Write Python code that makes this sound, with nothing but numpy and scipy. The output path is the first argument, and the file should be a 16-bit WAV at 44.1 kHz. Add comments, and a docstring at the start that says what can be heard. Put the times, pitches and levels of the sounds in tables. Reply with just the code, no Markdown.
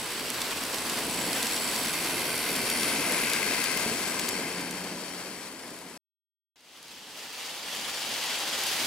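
"""Metal wheels hiss and tick past at close range while a motor car whirs by towards the left; after a fade and
a cut to silence, a train farther away fades in. It is a small model train on a tabletop track.
Wheels and board are coloured noise; the motor is resonant noise throbbing with the shaft, plus a faint hum.
Rail joints are cracks of noise with a short metal ring; thuds are decaying tones of the board."""
import sys
import numpy as np
from scipy import signal
from scipy.fft import rfft, irfft
from scipy.io import wavfile
from scipy.ndimage import uniform_filter1d, map_coordinates

SR = 44100
rng = np.random.default_rng(int(sys.argv[2]) if len(sys.argv) > 2 else 0)


def voltage_ratio(level):
    """Linear amplitude factor for a level in decibels (scalar or array-like)."""
    return 10 ** (np.asarray(level, float) / 20)


def generate_wav(signal):
    """Clip the signal to [-1, 1] and save it as 16-bit WAV at the path in sys.argv[1]."""
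    frames = np.transpose(np.atleast_2d(signal))
    scaled = np.clip(frames, -1, 1) * 32767
    pcm = np.round(scaled).astype(np.int16)
    wavfile.write(sys.argv[1], SR, pcm)


N = 390726
SILENCE_START, SILENCE_END = 5.9755, 6.558  # s, between the two shots
SIZE = 512  # samples in a spectral frame
HZ, TIME, _ = signal.stft(np.zeros(N), SR, nperseg=SIZE)
HZ = HZ[:, None]

# wheels and board, one table per shot:
# (time [s], rolling hiss [dB], extra treble [dB], rumble [dB], left over right [dB])
ROLL = [
    [(0.0, -33.5, -6.5, -43.5, 0), (0.9, -31.5, -4.5, -41.5, 0), (1.22, -32, -4, -37.5, 1),
     (1.5, -30.5, -1.5, -41, 1), (2.3, -32, -3.5, -37.5, 1), (3.2, -30.5, 0.5, -36, 5),
     (3.6, -32, 2.5, -39.5, 6.5), (4.0, -34, 3, -38, 6), (4.76, -38.5, 0, -40, 5.5),
     (5.1, -40, 0, -43.5, 6.5), (5.96, -47.5, -0.5, -49.5, 5.5)],
    [(6.57, -61, 5, -72, 1), (6.75, -51.5, 6.5, -60.5, 1), (7.23, -43.5, 7, -57, 0.5),
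     (7.86, -36, 5.5, -50.5, 1), (8.3, -33, 5, -48.5, 1.5), (8.86, -31, 8, -46, 0.5)],
]


def unit(x):
    """Scaled to rms 1."""
    return x / np.sqrt(np.mean(x ** 2) + 1e-20)


def along(points, hz=HZ):
    """(frequency [Hz], value) points read on a log frequency axis."""
    f, v = np.transpose(points)
    return np.interp(np.log(hz + 1), np.log(f + 1), v)


def curves(rows, t=TIME):
    """Each column after the time, read at t."""
    s, *cols = np.transpose(rows)
    return [np.interp(t, s, c) for c in cols]


def wobble(rate):
    """A smooth random curve with rate knots a second."""
    knots = rng.standard_normal(int(N * rate / SR) + 4)
    return map_coordinates(knots, [np.arange(N) * rate / SR])


def flat(gain):
    """A spectrum scaled so that white noise keeps its power."""
    return gain / np.sqrt(np.mean(gain ** 2, axis=0) + 1e-20)


def modes(rows):
    """Gain of resonances whose powers add, scaled to keep the power of white noise."""
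    power = sum(voltage_ratio(2 * db) / (1 + (2 * (HZ - hz) / width) ** 2) ** 2 for hz, width, db in rows)
    return flat(np.sqrt(power))


def stereo(envelope, gain, pan_db, patchy_db=0.5):
    """Noise under an envelope, coloured by gain, partly alike in both ears, tilted and delayed to one side."""
    # (frequency [Hz], left-right likeness [0-1])
    alike = [(60, .9), (180, 0.92), (550, 0.92), (1650, 0.85), (5000, 0.52), (15000, 0.56)]
    # (frequency [Hz], share of the left-right tilt that reaches this pitch [0-1])
    sideways = [(300, 0.036), (700, 0.63), (1800, 0.68), (6000, 0.87), (15000, 0.28)]
    a, b = signal.stft(envelope * rng.standard_normal((2, N)), SR, nperseg=SIZE)[2]
    turn = np.arccos(np.clip(along(alike), -1, 1)) / 2
    mid, side = np.cos(turn) * a, np.sin(turn) * b
    lead_s = 6e-6 * pan_db  # the louder side is the nearer one
    lean = voltage_ratio(along(sideways) * pan_db / 2) * np.exp(1j * np.pi * HZ * lead_s)
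    pair = np.array([(mid + side) * lean, (mid - side) / lean])
    # random patches of pitch and time, louder or softer
    field = rng.standard_normal(a.shape)
    field = uniform_filter1d(uniform_filter1d(field, 6, 0), 14, 1)
    return signal.istft(pair * gain * voltage_ratio(patchy_db * unit(field)), SR, nperseg=SIZE)[1][:, :N]


def rolling():
    """Rough wheels on rough rail: a gritty, uneven hiss of noise coloured by the rail."""
    # rolling hiss alongside, leaving and far: (frequency [Hz], relative density [dB])
    near_hiss = [(240, -16.5), (400, -3), (586, -7), (1080, -4), (1910, -4.5), (2470, -3.5), (3680, -5),
                 (4560, -4), (6680, -9), (7790, -7), (8400, -7.5), (12900, -10.5), (13900, -15),
                 (15500, -17)]
    leaving_hiss = [(240, -32), (400, -11.5), (683, -8), (796, -11.5), (987, -7), (1470, -7.5), (2120, -7),
                    (3510, -12.5), (4560, -10), (6090, -14), (7910, -11), (11100, -13.5), (15500, -25)]
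    far_hiss = [(240, -34), (400, -6.5), (595, -3), (694, -5.5), (772, -2), (834, -1.5), (1360, -4),
                (3210, 1), (3570, -2), (4920, -4), (5820, -6.5), (11100, -15.5), (15500, -22.5)]
    # resonances of the track, near and far: (frequency [Hz], width [Hz], relative level [dB])
    near_rail = [(690, 47, -5), (998, 60, 4.5), (14700, 500, -10.5)]
    far_rail = [(765, 35, 6), (2746, 120, 2), (2970, 90, -2.5), (3210, 120, -2), (4560, 110, 6.5),
                (4820, 110, 3.5)]
    # (frequency [Hz], share of the extra treble that reaches this pitch [0-1])
    treble = [(2500, 0.058), (7000, 0.49), (14000, 0.79)]
    hiss_db, treble_db, _, pan_db = curves(np.vstack(ROLL))
    gone = np.clip((TIME - 2.2) / 2.5, 0, 1)  # the tail of the train sounds duller
    passing = flat(voltage_ratio((1 - gone) * along(near_hiss) + gone * along(leaving_hiss)))
    near = np.hypot(passing, voltage_ratio(-14.0) * modes(near_rail))
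    far = np.hypot(flat(voltage_ratio(along(far_hiss))), voltage_ratio(-12.5) * modes(far_rail))
    colour = np.where(TIME < SILENCE_END, near, far)
    # slow unevenness and fast grit, in dB
    grit_db = 0.24 * wobble(6.4) + 0.43 * wobble(14) + 0.79 * wobble(60) + 0.88 * wobble(900)
    gain = colour * voltage_ratio(hiss_db + treble_db * along(treble))
    return stereo(unit(voltage_ratio(grit_db)), gain, pan_db, patchy_db=0.6)


def rumble():
    """The board drums under the wheels: low noise, nearly central, its deepest part weighted apart and wider."""
    # board rumble: (frequency [Hz], relative density [dB])
    board = [(15, -53.5), (25, -25), (50, -18.5), (95, -14), (130, -9), (165, -5), (205, -4.5), (246, 0),
             (300, -1), (390, -3.5), (470, -3.5), (573, -7.5), (800, -10), (1040, -11), (1760, -120)]
    t, hz = np.arange(N) / SR, np.fft.rfftfreq(N, 1 / SR)
    first = t < SILENCE_END
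    noise = unit(voltage_ratio(1.2 * wobble(9))) * rng.standard_normal((2, N))
    z = rfft(noise) * voltage_ratio(along(board, hz))
    z = z / np.std(irfft(z[0], N))
    deep = 1 / (1 + (hz / 115) ** 4)
    low, drum = irfft(z * deep, N), irfft(z * (1 - deep), N)
    deep_db = np.where(first, 3.5, 2) + 0.5 * wobble(1.6)  # slow sway
    deep_db = deep_db - 1.1 * t * first  # dB per s: it thins as the first train goes by
    # the drumming is nearly central, the deepest part somewhat wider
    mid, side = drum * voltage_ratio([[0], [-21]]) + voltage_ratio(deep_db) * low * voltage_ratio([[0], [-13]])
    rumble_db = curves(np.vstack(ROLL), t)[2]
    return voltage_ratio(rumble_db) * np.array([mid + side, mid - side])


def motor():
    """An unbalanced three-pole rotor: noise swells once and thrice a turn, inside the resonances of the car."""
    # (time [s], gear whir [dB], frame [dB], brush ring [dB])
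    levels = [(0.0, -48, -46, -44.5), (0.6, -53.5, -51, -47.5), (1.0, -51, -46, -44),
              (1.38, -41.5, -41.5, -40.5), (1.76, -44, -39.5, -39.5), (2.1, -39, -41.5, -47),
              (2.45, -38.5, -40, -50), (2.8, -36.5, -37, -49.5), (3.15, -35.5, -44, -51),
              (3.7, -36, -40, -58.5), (4.0, -41.5, -44.5, -43.5), (4.3, -41, -41, -42.5),
              (4.6, -43.5, -45.5, -62), (5.0, -53, -47, -57), (5.8, -61, -57.5, -61)]
    # two bands of brush hiss that slide as the car passes, as its echo off the tabletop shifts:
    # (time [s], lower band [Hz], level [dB], upper band [Hz], level [dB])
    brush_hiss = [(0, 9300, -44, 10100, -52.5), (.4, 9300, -55.5, 9960, -54.5),
                  (.9, 9300, -46, 9930, -48.5), (1.3, 9300, -47, 10000, -43),
                  (1.75, 9300, -45.5, 10050, -41.5), (1.95, 9300, -44.5, 10640, -43),
                  (2.5, 8960, -41, 10540, -40), (2.62, 9300, -43, 10270, -46.5),
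                  (2.72, 9400, -35.5, 10900, -41.5), (3.0, 10000, -39, 11130, -47.5),
                  (3.2, 10550, -35, 11300, -46), (3.33, 10010, -43, 11440, -44),
                  (3.55, 9900, -40, 11120, -47), (3.9, 9500, -46, 10600, -50.5),
                  (4.9, 9510, -57, 10870, -56), (5.95, 9720, -62, 11200, -62)]
    # a third, higher band: (time [s], frequency [Hz], level [dB])
    top_hiss = [(0, 12700, -54), (.9, 12800, -55), (1.3, 12800, -50), (1.75, 12900, -48.5),
                (1.95, 12000, -46), (2.5, 12300, -44.5), (2.9, 12500, -50), (3.9, 12400, -57),
                (5.95, 12400, -71.5)]
    # shaft speed: (time [s], turns per second [1/s])
    shaft = [(0, 66), (1.15, 65), (1.33, 96), (1.9, 85), (2.5, 79), (2.95, 87), (3.4, 87.5), (4.3, 86),
             (4.85, 91), (5.1, 90), (5.5, 94), (5.97, 89)]
    # resonances of the car: (frequency [Hz], width [Hz], relative level [dB])
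    gears = [(2088, 150, 2), (2372, 250, -2), (2624, 180, -2.5)]
    frame = [(3132, 160, 3.1), (4524, 390, 3), (5585, 150, 4)]
    brush_ring = [(7780, 330, 0)]
    # pitch of the shell's ring: (time [s], frequency [Hz])
    shell = [(0, 1620), (2.0, 1590), (2.55, 1495), (3.05, 1600)]
    t = np.arange(N) / SR
    gear_db, frame_db, ring_db = curves(levels)
    pan_db = 1.9 * curves(ROLL[0])[-1] - 2.5  # one car swings wider than the whole train
    speed, = curves(shaft, t)
    angle = 2 * np.pi * np.cumsum(speed) / SR + 0.21 * wobble(12)

    def throb(once, thrice):
        return unit(1 + once * np.cos(angle) + thrice * np.cos(3 * angle))

    shell_db = -42 + 0.79 * (gear_db - gear_db.max())  # follows most of the gears' swell
    body = [voltage_ratio(gear_db) * modes(gears),
            voltage_ratio(shell_db) * modes([(*curves(shell), 110, 0)]),
            voltage_ratio(frame_db) * modes(frame)]
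    low_hz, low_db, mid_hz, mid_db = curves(brush_hiss)
    bands = [(low_hz, low_db), (mid_hz, mid_db), curves(top_hiss)]
    brushes = [voltage_ratio(db) * modes([(hz, 750, 0)]) for hz, db in bands]
    brushes = brushes + [voltage_ratio(ring_db) * modes(brush_ring)]
    whir = stereo(throb(0.42, 0.23), np.linalg.norm(body, axis=0), pan_db)
    whir = whir + stereo(throb(0.87, 0.19), np.linalg.norm(brushes, axis=0), pan_db, patchy_db=1.4)
    # second and third shaft orders swell as the car draws away
    peak_s, rise_s, fall_s = 4.63, 0.5, 1.15
    away = (t - peak_s) / np.where(t < peak_s, rise_s, fall_s)
    hum_db = -65 + 17.5 * (1 - away ** 2).clip(0) + 1.7 * wobble(8.1)
    hum = voltage_ratio(hum_db) * np.sqrt(2) * (np.sin(2 * angle) + 0.23 * np.sin(3 * angle))
    return (whir + hum) * (t < SILENCE_END)


def joints():
    """Each wheel scrapes up to the gap and drops in: a crack of noise rings wheel and rail; small ones rattle."""
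    # wheel over a rail joint, mostly in pairs, one axle after the other:
    # (time [s], peak before panning [dB], tilt [dB per 12 kHz])
    gaps = [(0.3022, -19.5, 1.5), (0.4174, -18, -4), (0.5716, -21.5, -8), (0.6365, -19.5, -4),
            (0.7447, -18.5, -4), (0.7834, -18.5, -9.5), (0.8964, -17.5, -10), (1.1094, -21, -4),
            (1.2124, -23.5, -3), (1.2654, -24.5, -6), (1.3304, -13.5, -1.5), (1.4282, -11.5, -5),
            (1.47, -19, -2.5), (1.5628, -19, -7.5), (1.7135, -20, -8), (1.7614, -18.5, -3),
            (1.8316, -21, 0.5), (1.8537, -19, -2.5), (1.9364, -18.5, -3), (2.0453, -19.5, -5),
            (2.1022, -24, 1), (2.3783, -22, -3), (2.5624, -20.5, -4), (2.7003, -15.5, -2),
            (2.8313, -19.5, -6.5), (3.1218, -15.5, 3), (3.2354, -22, -6), (3.2998, -19.5, -1.5),
            (3.334, -14.5, -3.5), (3.5365, -21, -8), (3.6401, -17.5, -5), (3.6704, -24.5, -8),
            (3.7735, -18.5, -2), (4.0796, -26.5, -4), (4.1952, -14.5, -3.5), (4.2887, -14.5, 0),
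            (4.6104, -26.5, -0.5), (4.7102, -24.5, -2), (6.8284, -36.5, -6), (6.8818, -36.5, -8),
            (7.331, -32, -5.5), (7.7508, -27.5, -3), (8.0915, -24.5, -2.5), (8.1394, -24, -7.5),
            (8.2394, -26, -6), (8.3894, -24.5, -8), (8.5894, -26, -7), (8.6364, -21, -4.5),
            (8.667, -17.5, -3), (8.7194, -24, -3.5)]
    # ring of wheel and rail: (frequency [Hz], relative level before scatter [dB], decay by 60 dB [s])
    wheel = [(2290, -11.5, 0.004), (3540, -2, 0.012), (4660, 2, 0.0083), (7060, -1, 0.0071),
             (9300, 6, 0.0027), (12770, 1, 0.0032), (12800, -6.5, 0.0084)]
    lead_in_s, rattles = 0.006, 120
    out, t = np.zeros((2, N + SR)), np.arange(2048) / SR - lead_in_s
    hz, after = np.fft.rfftfreq(len(t), 1 / SR), np.maximum(t, 0)
    band = hz ** 2 / (hz ** 2 + 2200 ** 2) / (1 + (hz / 13800) ** 8)

    def scrape(bright_db):
        approach = voltage_ratio(7.5 + 60 * t / 0.018)
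        crack = voltage_ratio(7.0 - 60 * t / 0.0064)
        tail = voltage_ratio(-7 - 1.1 * bright_db - 60 * t / 0.055)  # the duller the blow, the more it scrapes on
        return np.where(t < 0, approach, crack + tail)

    # the listed joints scatter around straight ahead
    pans = -1 + 3 * rng.standard_normal((len(gaps), 1))
    # random small blows follow the level and place of the rolling hiss
    when, size, bright, side = rng.random((rattles, 4)).T
    when = when * N / SR
    hiss_db, _, _, roll_pan_db = curves(np.vstack(ROLL), when)
    rattle = np.transpose([when, hiss_db + 2 + 6 * size, -7.5 + 8 * bright, roll_pan_db + 3 * (side - 0.5)])
    for s, db, bright_db, pan_db in np.vstack([np.c_[gaps, pans], rattle]):
        ring = np.zeros(len(t))
        for f, level, t60 in wheel:
            scatter, phase = rng.standard_normal(2)
            fade = voltage_ratio(bright_db * f / 12000 + level + 2.4 * scatter - 60 * after / t60)
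            ring += fade * np.sin(2 * np.pi * f * t + 2.5 * phase)
        noise = irfft(rfft(rng.standard_normal(len(t))) * band * voltage_ratio(bright_db * hz / 12000), len(t))
        tick = ring * (t > 0) + scrape(bright_db) * noise
        sides = voltage_ratio(db + pan_db * np.array([[0.5], [-0.5]]))
        out[:, round(s * SR):][:, :len(t)] += sides * tick / abs(tick).max()
    # the drop falls 1.1 ms after its listed time
    return out[:, round((lead_in_s - 0.0011) * SR):][:, :N]


def thuds():
    """A heavy bogie thumps the board, which rings briefly in decaying tones, alike in both ears."""
    # (time [s], peak [dB])
    thumps = [(1.199, -30), (1.436, -32), (1.714, -38), (1.857, -32), (2.822, -32), (2.87, -32.5),
              (3.233, -27.5), (3.354, -34.5), (3.483, -31.5), (3.591, -26.5), (3.762, -29), (3.863, -25),
              (3.915, -26), (4.229, -34)]
    # ring of the board: (frequency [Hz], relative level before scatter [dB], decay by 60 dB [s])
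    panel = [(231, -2, 0.1), (294, -1.5, 0.042), (428, -4.5, 0.055)]
    out, t = np.zeros(N + SR), np.arange(8192) / SR
    for s, db in thumps:
        ring = np.zeros(len(t))
        for hz, level, t60 in panel:
            scatter_db = 3.6 * rng.standard_normal()
            ring += voltage_ratio(level + scatter_db - 60 * t / t60) * np.sin(2 * np.pi * hz * t)
        ring = ring * (1 - np.exp(-t / 0.0012))  # soft onset
        out[round(s * SR):][:len(t)] += voltage_ratio(db) * ring / abs(ring).max()
    return out[:N]


def scene():
    """The near train, a silent gap, then the train farther away."""
    t = np.arange(N) / SR
    train = rolling() + motor() + joints() + thuds() + rumble()
    return train * ((t < SILENCE_START) | (t > SILENCE_END))


def low_pass(x):
    """Removes everything above the highest recorded frequency."""
    return signal.sosfilt(signal.butter(12, 16930, fs=SR, output="sos"), x)


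def record(dry):
    """The camera keeps nothing above its band limit."""
    top_hz = 15800
    kept = irfft(rfft(dry) * (np.fft.rfftfreq(N, 1 / SR) < top_hz), N)
    return low_pass(kept)


dry = scene()
out = record(dry)
generate_wav(out)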